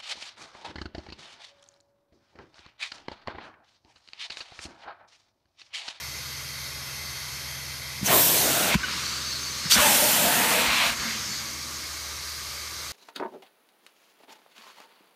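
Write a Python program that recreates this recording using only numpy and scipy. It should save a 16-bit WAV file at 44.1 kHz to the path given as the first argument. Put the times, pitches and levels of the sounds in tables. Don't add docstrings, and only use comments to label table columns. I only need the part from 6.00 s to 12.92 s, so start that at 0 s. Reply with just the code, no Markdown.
import sys
import numpy as np
from scipy import signal
from scipy.fft import rfft, irfft
from scipy.io import wavfile
from scipy.ndimage import uniform_filter1d

SR = 44100
rng = np.random.default_rng(int(sys.argv[2]) if len(sys.argv) > 2 else 0)


def to_wav(sig):
    pcm = np.clip(np.atleast_2d(sig), -1, 1) * 32767
    pcm = np.round(pcm).astype(np.int16)
    wavfile.write(sys.argv[1], SR, pcm.T)


def nominal_scale(level):
    x = np.asarray(level, float) / 20
    return 10 ** x


N = 305172
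T = np.arange(N) / SR


def evened(x):
    return x / np.sqrt(np.mean(x ** 2) + 1e-20)


def read(points, hz):
    f, value = np.transpose(points)
    return np.interp(np.log(hz + 1), np.log(f + 1), value)


def bump(hz, centre_hz, width_hz):
    return 1 / (1 + (2 * (hz - centre_hz) / width_hz) ** 2)


def drift(hz, t, count=24):
    rates = np.geomspace(hz / 20, hz, count)
    return evened(sum(np.sin(2 * np.pi * (f * t + rng.random())) / np.sqrt(f) for f in rates))


def air(field_db, size, patchy_db, gust_db, gust_hz):
    overlap = size * 3 // 4
    hz, t, z = signal.stft(rng.standard_normal(N), SR, nperseg=size, noverlap=overlap)
    patches = uniform_filter1d(rng.standard_normal(z.shape), max(round(500 / hz[1]), 1), 0)
    patches = evened(uniform_filter1d(patches, round(.07 / t[1]), 1))
    z = z * nominal_scale(field_db(hz, t) + patchy_db * patches + gust_db * drift(gust_hz, t))
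    return signal.istft(z, SR, nperseg=size, noverlap=overlap)[1][:N]


def edged(s, levels, open_s, shut_s):
    levels, drop_db = np.array(levels), -19.5
    times = np.r_[s[0] - abs(open_s), s, s[-1] + abs(shut_s)]
    return times, np.c_[levels[:, :1] + drop_db, levels, levels[:, -1:] + drop_db]


def banded(strokes, spectra, bands):
    def field_db(hz, t):
        out = np.full((len(hz), len(t)), -120.)
        centres = np.log([lo * hi for lo, hi in bands]) / 2
        weights = np.array([np.interp(np.log(hz + 1), centres, one) for one in np.eye(len(bands))])
        for (s, levels), spectrum in zip(strokes, spectra):
            shape = read(spectrum, hz)
            power = nominal_scale(2 * shape)
            held = [10 * np.log10(np.mean(power * (hz >= lo) * (hz < hi))) for lo, hi in bands]
            on = (t >= s[0]) & (t <= s[-1])
            gains = np.array([np.interp(t[on], s, v) - h for v, h in zip(levels, held)])
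            out[:, on] = shape[:, None] + weights.T @ gains
        return out
    return field_db


def resonate(x, hz, width_hz):
    turn = np.exp(2j * np.pi * np.cumsum(hz) / SR)
    r = np.exp(-np.pi * width_hz / SR)
    return (turn * signal.lfilter([1], np.convolve([1, -r], [1, -r]), x / turn)).real


def seal():
    # f/Hz, level/dB per Hz
    first_hiss = [(24, -44), (40, -43), (60, -7), (132, -10.5), (446, -20.5), (492, -16), (1750, -14.5),
                  (2030, -8), (2880, -15), (6210, -17), (7970, -22.5), (11600, -15), (15200, -28.5)]
    last_hiss = [(24, -54), (40, -29), (53, -8), (74, -16), (98, -14.5), (258, -25), (315, -15.5),
                 (505, -19), (1180, -15), (1330, -14.5), (3260, -15), (4730, -9), (15200, -22.5)]
    # f/Hz, width/Hz, boost/dB
    first_slots = [(1200, 220, 1), (2050, 140, 4.5), (3200, 110, 8), (4030, 200, 2.5), (4230, 100, -3.5),
                   (4480, 560, 8), (5280, 420, 6.5), (6220, 500, 7), (11700, 530, 5.5), (762, 110, -8),
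                   (2900, 260, -5.5), (7500, 710, -3), (9400, 940, -1), (12600, 600, -7)]
    last_slots = [(1176, 190, 8), (1580, 81, 5.5), (2160, 220, 4), (4710, 260, 4), (4100, 200, 4),
                  (5270, 250, 4.5), (6440, 520, 5), (795, 270, -2.5), (12500, 1500, 0.5)]
    seal_db = -35.5, -34.5
    # t/s, share of the last place
    place = [
        (0, 0.3),
        (2.1, 0.27),
        (2.7, 0.83),
        (6.92, 0.77),
    ]
    # t/s, treble loss/dB, recovery/s
    dips = [
        (2.75, -6, .2),
        (4.93, -1, .25),
    ]
    ripple_db, ripple_hz, ripple_top_hz = 1.7, 65, 8000

    def field_db(hz, t):
        places = []
        for spectrum, slots, db in zip((first_hiss, last_hiss), (first_slots, last_slots), seal_db):
            shape = read(spectrum, hz) + sum(boost * bump(hz, f, w) for f, w, boost in slots)
            ripple = evened(uniform_filter1d(rng.standard_normal(len(hz)), round(ripple_hz / hz[1])))
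            shape = shape + ripple_db * (hz > 300) / (1 + (hz / ripple_top_hz) ** 4) * ripple
            places.append(shape + db - 10 * np.log10(np.mean(nominal_scale(2 * shape) * (hz > 300))))
        share = np.interp(t, *np.transpose(place))
        dip = sum(db * (t > s) * np.exp(-abs(t - s) / back) for s, db, back in dips)
        treble = hz ** 2 / (hz ** 2 + 6600.0 ** 2)
        return np.outer(treble, dip) + np.outer(places[0], 1 - share) + np.outer(places[1], share)
    return air(field_db, size=2048, patchy_db=0.97, gust_db=0.26, gust_hz=11)


def machine():
    # f/Hz, level at the first place/dB, level at the last place/dB
    hum = [(57, -64, -63), (74.1, -50.5, -51.5), (91, -71, -101), (114, -65, -63.5), (119.8, -55.5, -72),
           (136.8, -49, -63.5), (222, -64.5, -68.5)]
    # t/s, share of the last place, level/dB
    standing = [(0, 0.065, -1), (1.9, 0.02, 0), (2.8, 0.26, 0.5), (3.5, 0.28, 1.5), (4.0, 0.066, -2.5),
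                (4.6, 0.15, -6), (5.2, 0.041, -3.5), (5.6, 0.49, 1), (6.0, 0.94, 2), (6.92, 1, 0)]
    s, *columns = np.transpose(standing)
    share, room_db = (np.interp(T, s, c) for c in columns)
    out = np.zeros(N)
    for hz, first_db, last_db in hum:
        waver, wander = (np.interp(T, T[::256], drift(f, T[::256])) for f in (9, 5))
        turns = np.cumsum(hz * (1 + .002 * wander)) / SR + rng.random()
        level_db = first_db + (last_db - first_db) * share + room_db + 0.77 * waver
        out += np.sqrt(2) * nominal_scale(level_db) * np.sin(2 * np.pi * turns)
    return out


def knocks():
    # t/s, peak level/dB, f/Hz, t60/s, sign and strength of the push
    hits = [(2.014, -30, 190, 0.041, 0.87), (2.0295, -19.5, 189, 0.028, 0.93),
            (2.042, -28, 190, .04, -0.95), (2.064, -13, 6100, .004, 1), (2.833, -24, 2400, .004, 1),
            (2.095, -25.5, 150, 0.087, 1), (2.743, -19.5, 1020, 0.037, 0.86), (2.742, -16, 2270, .025, 1),
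            (2.751, -12.5, 198, .04, -0.9), (2.7565, -18, 185, 0.023, -0.92), (2.745, -20, 1500, .03, 1),
            (2.752, -21.5, 60, 0.1, -0.95), (2.884, -21, 1450, 0.016, 0.88), (3.656, -20, 165, .05, 0.47),
            (3.721, -16.5, 1410, .012, 1), (3.761, -22, 213, 0.082, 1), (3.781, -28, 65.4, 0.086, 0.92),
            (4.595, -28, 240, 0.16, 0.56), (4.676, -31.5, 61, .15, 1), (4.89, -36, 50, 0.15, 1),
            (4.99, -37, 47.6, .15, 1), (5.052, -28.5, 229, 0.18, 0.6)]
    out, t = np.zeros(N), T[:SR // 4]
    for s, db, hz, t60, sign in hits:
        swing = (1 - np.exp(-3. * hz * t)) * nominal_scale(-60 * t / t60) * np.sin(2 * np.pi * hz * t)
        out[round(s * SR):][:len(t)] += sign * nominal_scale(db) * swing / abs(swing).max()
    return out


def rush():
    # t/s, flow level/dB, lift 0-1, tightness of the jet at the lip 0-1, wetness 0-1
    tears = [
        [(2.05, -38, .6, 0.68, .5), (2.062, -36, 0.74, .8, 0.84), (2.09, -24.5, 0.62, 0.14, 0.65),
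         (2.132, -24.5, 0.85, 0.4, 0.8), (2.21, -31, 0.94, 0.8, 0.47), (2.444, -31.5, 0.91, 0.74, 0.45),
         (2.69, -29, 0.76, 0.46, 0.5), (2.72, -22.5, .1, 0, 0.5), (2.748, -24, 0.3, 0.33, 0.15)],
        [(3.712, -25.5, 0.06, 0.94, 0.4), (3.75, -25.5, .3, 0.74, 0.66), (3.766, -21, 0.37, .3, 0.52),
         (3.89, -26, 0.66, 0.64, 0.65), (4.3, -28, 0.76, 0.47, 0.8), (4.59, -24.5, 0.44, 0.21, 0.76),
         (4.7, -22.5, 0.13, 0.04, .3), (4.866, -24, 0.13, 0.25, 0.3), (4.932, -29.5, 0.4, .25, 0)],
    ]
    # f/Hz, level/dB per Hz
    roar = [
        [(24, -65), (40, -35), (60, -34), (135, -4.5), (517, -7), (631, -4.5), (1200, -9), (1430, -8.5), (1930, -7.5), (3340, -8), (5090, -11.5), (12200, -8), (15200, -10.5)],
        [(24, -50), (40, -20), (64, -15), (93, -16), (228, 1.5), (365, -9.5), (544, -2), (697, -2.5), (1150, -2.5), (2670, -1.5), (4850, -7), (11900, -6), (15200, -9)],
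    ]
    # from f/Hz, to f/Hz
    bands = (150, 1200), (1200, 4000), (4000, 8000), (8000, 15500)
    # level when low, loose and dry/dB, then dB per lift, per tightness, per wetness
    law = [
        (-14, 15.5, 0.3, 0.1),
        (-10, 0, 20.3, 0.1),
        (-20, 8.2, 18.4, 11.6),
    ]
    # opening/s, shutting/s
    edge_times = [(0.029, 0.017), (0.019, 0.039)]
    # start t/s, end t/s, f/Hz, width/Hz, level/dB
    hollows = [(4.58, 5.0, 390, 80, -18), (4.3, 4.75, 550, 50, -7), (3.95, 4.5, 1150, 140, -5),
               (3.69, 3.77, 710, 400, -6), (4.85, 5.0, 750, 100, -5), (2.2, 2.48, 1230, 180, -6)]
    fade_s = .04
    strokes = []
    for rows, edges in zip(tears, edge_times):
        s, flow, lift, jet, wet = np.transpose(rows)
        boom, hiss, fizz = (flow + db + a * lift + b * jet + c * wet for db, a, b, c in law)
        strokes.append(edged(s, [boom, flow, hiss, fizz], *edges))
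    roar_db = banded(strokes, roar, bands)

    def field_db(hz, t):
        out = roar_db(hz, t)
        for start, end, f, width, db in hollows:
            fade = np.clip(np.minimum(t - start, end - t) / fade_s, 0, 1)
            out = out + db * np.outer(bump(hz, f, width), fade)
        return out
    return air(field_db, size=1024, patchy_db=1.3, gust_db=.3, gust_hz=150)


def whistles():
    # start t/s, length/s, from f/Hz, to f/Hz, peak level/dB
    cracks = [(2.049, .04, 6200, 5800, -24.5), (3.703, .056, 4630, 4550, -18.5),
              (3.706, .058, 6100, 5840, -20.5), (3.711, .018, 3550, 3470, -19)]
    opening = [(2.1, 0.11, 1070, 1070, -27), (2.07, .12, 700, 620, -29.5), (2.13, 0.076, 620, 640, -31),
               (2.09, 0.116, 400, 370, -33.5), (2.15, 0.13, 950, 980, -33), (2.1, 0.28, 12000, 11500, -28),
               (2.08, 0.38, 14800, 11900, -19), (3.748, .06, 1650, 1300, -23.5),
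               (3.77, .075, 1300, 920, -24), (3.82, .14, 910, 820, -24), (3.8, .11, 1500, 1700, -33),
               (4.45, 0.81, 237, 217, -43.5), (4.45, 0.45, 320, 300, -45.5)]
    closing = [(2.28, .48, 650, 643, -35), (2.44, .33, 1420, 1460, -34.5), (2.25, .3, 2070, 2100, -39),
               (2.62, 0.16, 2450, 2610, -32.5), (3.9, 0.83, 890, 910, -36.5), (4.15, 0.4, 1590, 1900, -33),
               (4.62, 0.28, 2280, 2600, -32), (4.66, 0.23, 3100, 3300, -33), (4.6, 0.29, 1050, 1090, -38),
               (4.55, .38, 4000, 4050, -31), (4.2, 0.52, 488, 480, -39.5), (5.05, 0.85, 224, 240, -55),
               (5.0, 1.24, 306, 311, -58.5)]
    leaks = [(2.89, .1, 5050, 5250, -39), (3.6, .17, 5080, 5230, -35), (3.02, .1, 4380, 4520, -35),
             (3.03, .1, 4300, 4700, -39), (3.13, .12, 4700, 4650, -38), (3.24, .08, 4600, 4640, -33),
             (3.28, .08, 3900, 4400, -38), (3.29, .11, 4450, 4300, -33.5), (3.33, .09, 4200, 4020, -39),
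             (3.18, .12, 5050, 5400, -40), (3.4, 0.081, 5080, 4500, -39), (3.43, .09, 4400, 4640, -36),
             (3.4, .07, 6250, 6270, -37), (3.49, .05, 6130, 6120, -39), (3.56, .05, 6800, 6160, -40),
             (3.58, .12, 4300, 4480, -39), (3.05, .12, 6050, 6100, -43), (3.3, .07, 5450, 5470, -44),
             (3.5, 0.18, 4300, 4100, -43), (3.2, 0.17, 6300, 6240, -39), (3.33, .35, 6300, 6100, -43),
             (2.9, .15, 6000, 5150, -44), (4, .17, 4600, 5480, -42), (2.95, .24, 4100, 3800, -41),
             (3.17, .12, 3400, 3920, -44), (2.98, 0.22, 6000, 6100, -44), (2.95, 0.32, 7400, 7800, -47),
             (2.9, .27, 6900, 6500, -50), (4.96, .12, 4550, 4500, -40), (5.04, .11, 4800, 4800, -38),
             (5.07, .08, 4150, 4150, -42), (5.17, .16, 5400, 5150, -38), (5.26, .13, 4520, 4380, -38),
             (5.14, .1, 4750, 4600, -41), (5.23, .2, 6200, 6200, -42)]
    squeak = [(2.831, .021, 1530, 1480, -26.5), (2.839, .02, 2960, 2900, -35),
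              (2.859, 0.0072, 2900, 2900, -38)]
    hose = [(3.781, .11, 612, 570, -27), (3.898, 0.076, 641, 620, -32.5), (3.98, .12, 608, 593, -30.5),
            (4.13, .1, 710, 700, -34), (4.212, .13, 698, 710, -29.5), (4.32, .14, 714, 710, -33),
            (4.44, 0.19, 720, 667, -33.5), (4.122, 0.26, 585, 600, -36.5), (3.981, .15, 890, 900, -35.5),
            (4.27, 0.12, 930, 870, -35), (4.42, .1, 880, 900, -37), (4.5, .14, 490, 495, -36),
            (4.529, .1, 630, 620, -34), (4.6, 0.11, 920, 925, -36), (4.76, 0.2, 695, 677, -38.5),
            (4.8, .1, 980, 955, -36), (2.26, 0.11, 620, 640, -36), (2.419, 0.19, 650, 637, -37),
            (4.991, 0.18, 2120, 2080, -37.5), (5.001, .14, 1500, 1600, -42)]
    fuzz = .11, .21, .18, .032, .025, .072
    flutter = 4, 3, 4, 2, .2, 1.5
    # place of the peak 0-1, level at the ends/dB, flatness
    swells = [
        (0.5, -26, 2.6),
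        (0.29, -14, 1.5),
        (0.69, -11, 2.3),
        (0.46, -13, 1.4),
        (.4, -23, 14),
        (.5, -13.5, 1.7),
    ]
    widen = .18
    lead = 2048
    out = np.zeros(N)
    kinds = cracks, opening, closing, leaks, squeak, hose
    for rows, share, loose, (top, ends_db, flat) in zip(kinds, fuzz, flutter, swells):
        for s, length, from_hz, to_hz, db in rows:
            u = np.arange(0, length, 1 / SR) / length
            width_hz = share * 2000 * (from_hz * to_hz / 2000 ** 2) ** (.5 + widen / 2)
            pitch = np.pad(from_hz * (to_hz / from_hz) ** u, (lead, 0), "edge")
            ring = resonate(rng.standard_normal(len(pitch)), pitch, width_hz)[lead:]
            held = np.sqrt(abs(uniform_filter1d(ring ** 2, round(loose * SR / width_hz) + 1)) + 1e-20)
            away = np.maximum(1 - u / top, (u - top) / (1 - top))
            out[round(s * SR):][:len(u)] += nominal_scale(db + ends_db * away ** flat) * ring / held
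    return out


def slide():
    # t/s, leak level/dB, drag level/dB
    drags = [
        [(2.794, -42, -36), (2.854, -42, -34.5), (2.918, -33.5, -36), (3.1, -33.5, -39.5), (3.254, -36, -41.5),
         (3.418, -37, -46), (3.624, -36, -46), (3.668, -38, -37.5), (3.69, -32, -43)],
        [(4.96, -36, -36), (5.03, -36, -32.5), (5.098, -34, -34), (5.15, -36.5, -34), (5.346, -37, -39.5),
         (5.562, -43, -47), (5.74, -43, -49), (5.9, -45, -56), (6.05, -49, -60)],
    ]
    # f/Hz, level/dB per Hz
    scrape = [
        [(59, -36), (100, -8), (140, 3), (173, -3), (269, -4), (818, -23), (948, -10.5), (1360, -4.5), (3140, -11), (4590, -10.5), (15200, -37)],
        [(59, -36), (100, 11), (222, 4), (572, -14), (800, -17), (1050, -11), (2150, -12.5), (3140, -11.5), (4590, -5.5), (6420, -1.5), (10600, -23), (12300, -12), (15200, -37)],
    ]
    # from f/Hz, to f/Hz
    bands = (150, 500), (900, 3500), (3500, 9000)
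    rumble_slope, settle_s = 0.74, 0.029
    strokes = []
    for rows, rumble_db in zip(drags, (-47.5, -51)):
        s, leak, drag = np.transpose(rows)
        rumble = rumble_db + rumble_slope * (drag + 40)
        strokes.append(edged(s, [rumble, drag, leak], settle_s, settle_s))
    return air(banded(strokes, scrape, bands), size=512, patchy_db=1.7, gust_db=.5, gust_hz=60)


def scene():
    return np.tile(seal() + machine() + knocks() + rush() + whistles() + slide(), (2, 1))


def filled(mid, hop=1024, start=137):
    # t/s, first line, last line
    fills = [(.77, 196, 240), (1.77, 196, 240), (2.187, 352, 416), (2.373, 196, 240), (2.512, 384, 480),
             (2.605, 384, 480), (2.605, 544, 608), (3.859, 544, 608), (3.882, 544, 672), (4.068, 320, 384),
             (4.138, 608, 672), (4.207, 320, 384), (4.37, 384, 448), (4.37, 480, 544), (4.509, 320, 384),
             (5.392, 196, 240), (5.6, 448, 512), (6.367, 196, 240)]
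    side, n = np.zeros(N), np.arange(2 * hop) + .5
    window = np.sin(np.pi * n / hop / 2)
    for s, first, last in fills:
        at = round((s * SR - start) / hop - 1) * hop + start
        lines = np.cos(np.pi / hop * np.outer(np.arange(first, last) + .5, n + hop / 2)) * window
        strength = np.std(lines @ mid[at:at + 2 * hop])
        side[at:at + 2 * hop] += 2 / hop * strength * rng.standard_normal(last - first) @ lines
    return side


def top_cut(x):
    return signal.sosfilt(signal.butter(12, 15960, fs=SR, output="sos"), x)


def record(dry):
    # f/Hz, level/dB
    microphone = [(20, -22), (45, -8.5), (65, 0), (4600, -0.5), (5000, -2.5), (5400, -1), (9900, -1),
                  (10400, -6.5), (11000, -1.5)]
    # f/Hz, level under the neighbours/dB
    masked = [(3000, -60), (6000, -12), (7400, -4.5), (10000, -5), (12500, -5.5), (13200, -4),
              (15000, -3.5)]
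    # f/Hz, level under the neighbours/dB
    thinned = [(3000, -40), (4500, -13), (11000, -8), (12500, -5.5), (13200, -3.5), (15000, -2.5)]
    ceiling, edge_hz = .95, 15280
    hz = np.fft.rfftfreq(N, 1 / SR)
    limited = ceiling * np.tanh(dry[0] / ceiling)
    mono = irfft(rfft(limited) * nominal_scale(read(microphone, hz)), N)

    cell_hz, _, z = signal.stft(mono, SR, nperseg=2048)
    power = uniform_filter1d(abs(z) ** 2, size=3, axis=1)
    cell = uniform_filter1d(power, size=4, axis=0)
    neighbours = uniform_filter1d(power, size=80, axis=0)
    z = z * (cell > neighbours * nominal_scale(read(masked, cell_hz))[:, None] ** 2)
    z = z * (power > neighbours * nominal_scale(read(thinned, cell_hz))[:, None] ** 2)
    kept = signal.istft(z, SR, nperseg=2048)[1][:N]

    edge_db = -np.clip(hz - edge_hz, 0, 200) / 2
    mid = irfft(rfft(kept) * nominal_scale(edge_db), N)
    mix = mid + nominal_scale(-2.5) * np.outer([1, -1], filled(mid))
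    return top_cut(mix)


dry = scene()
out = record(dry)
to_wav(out)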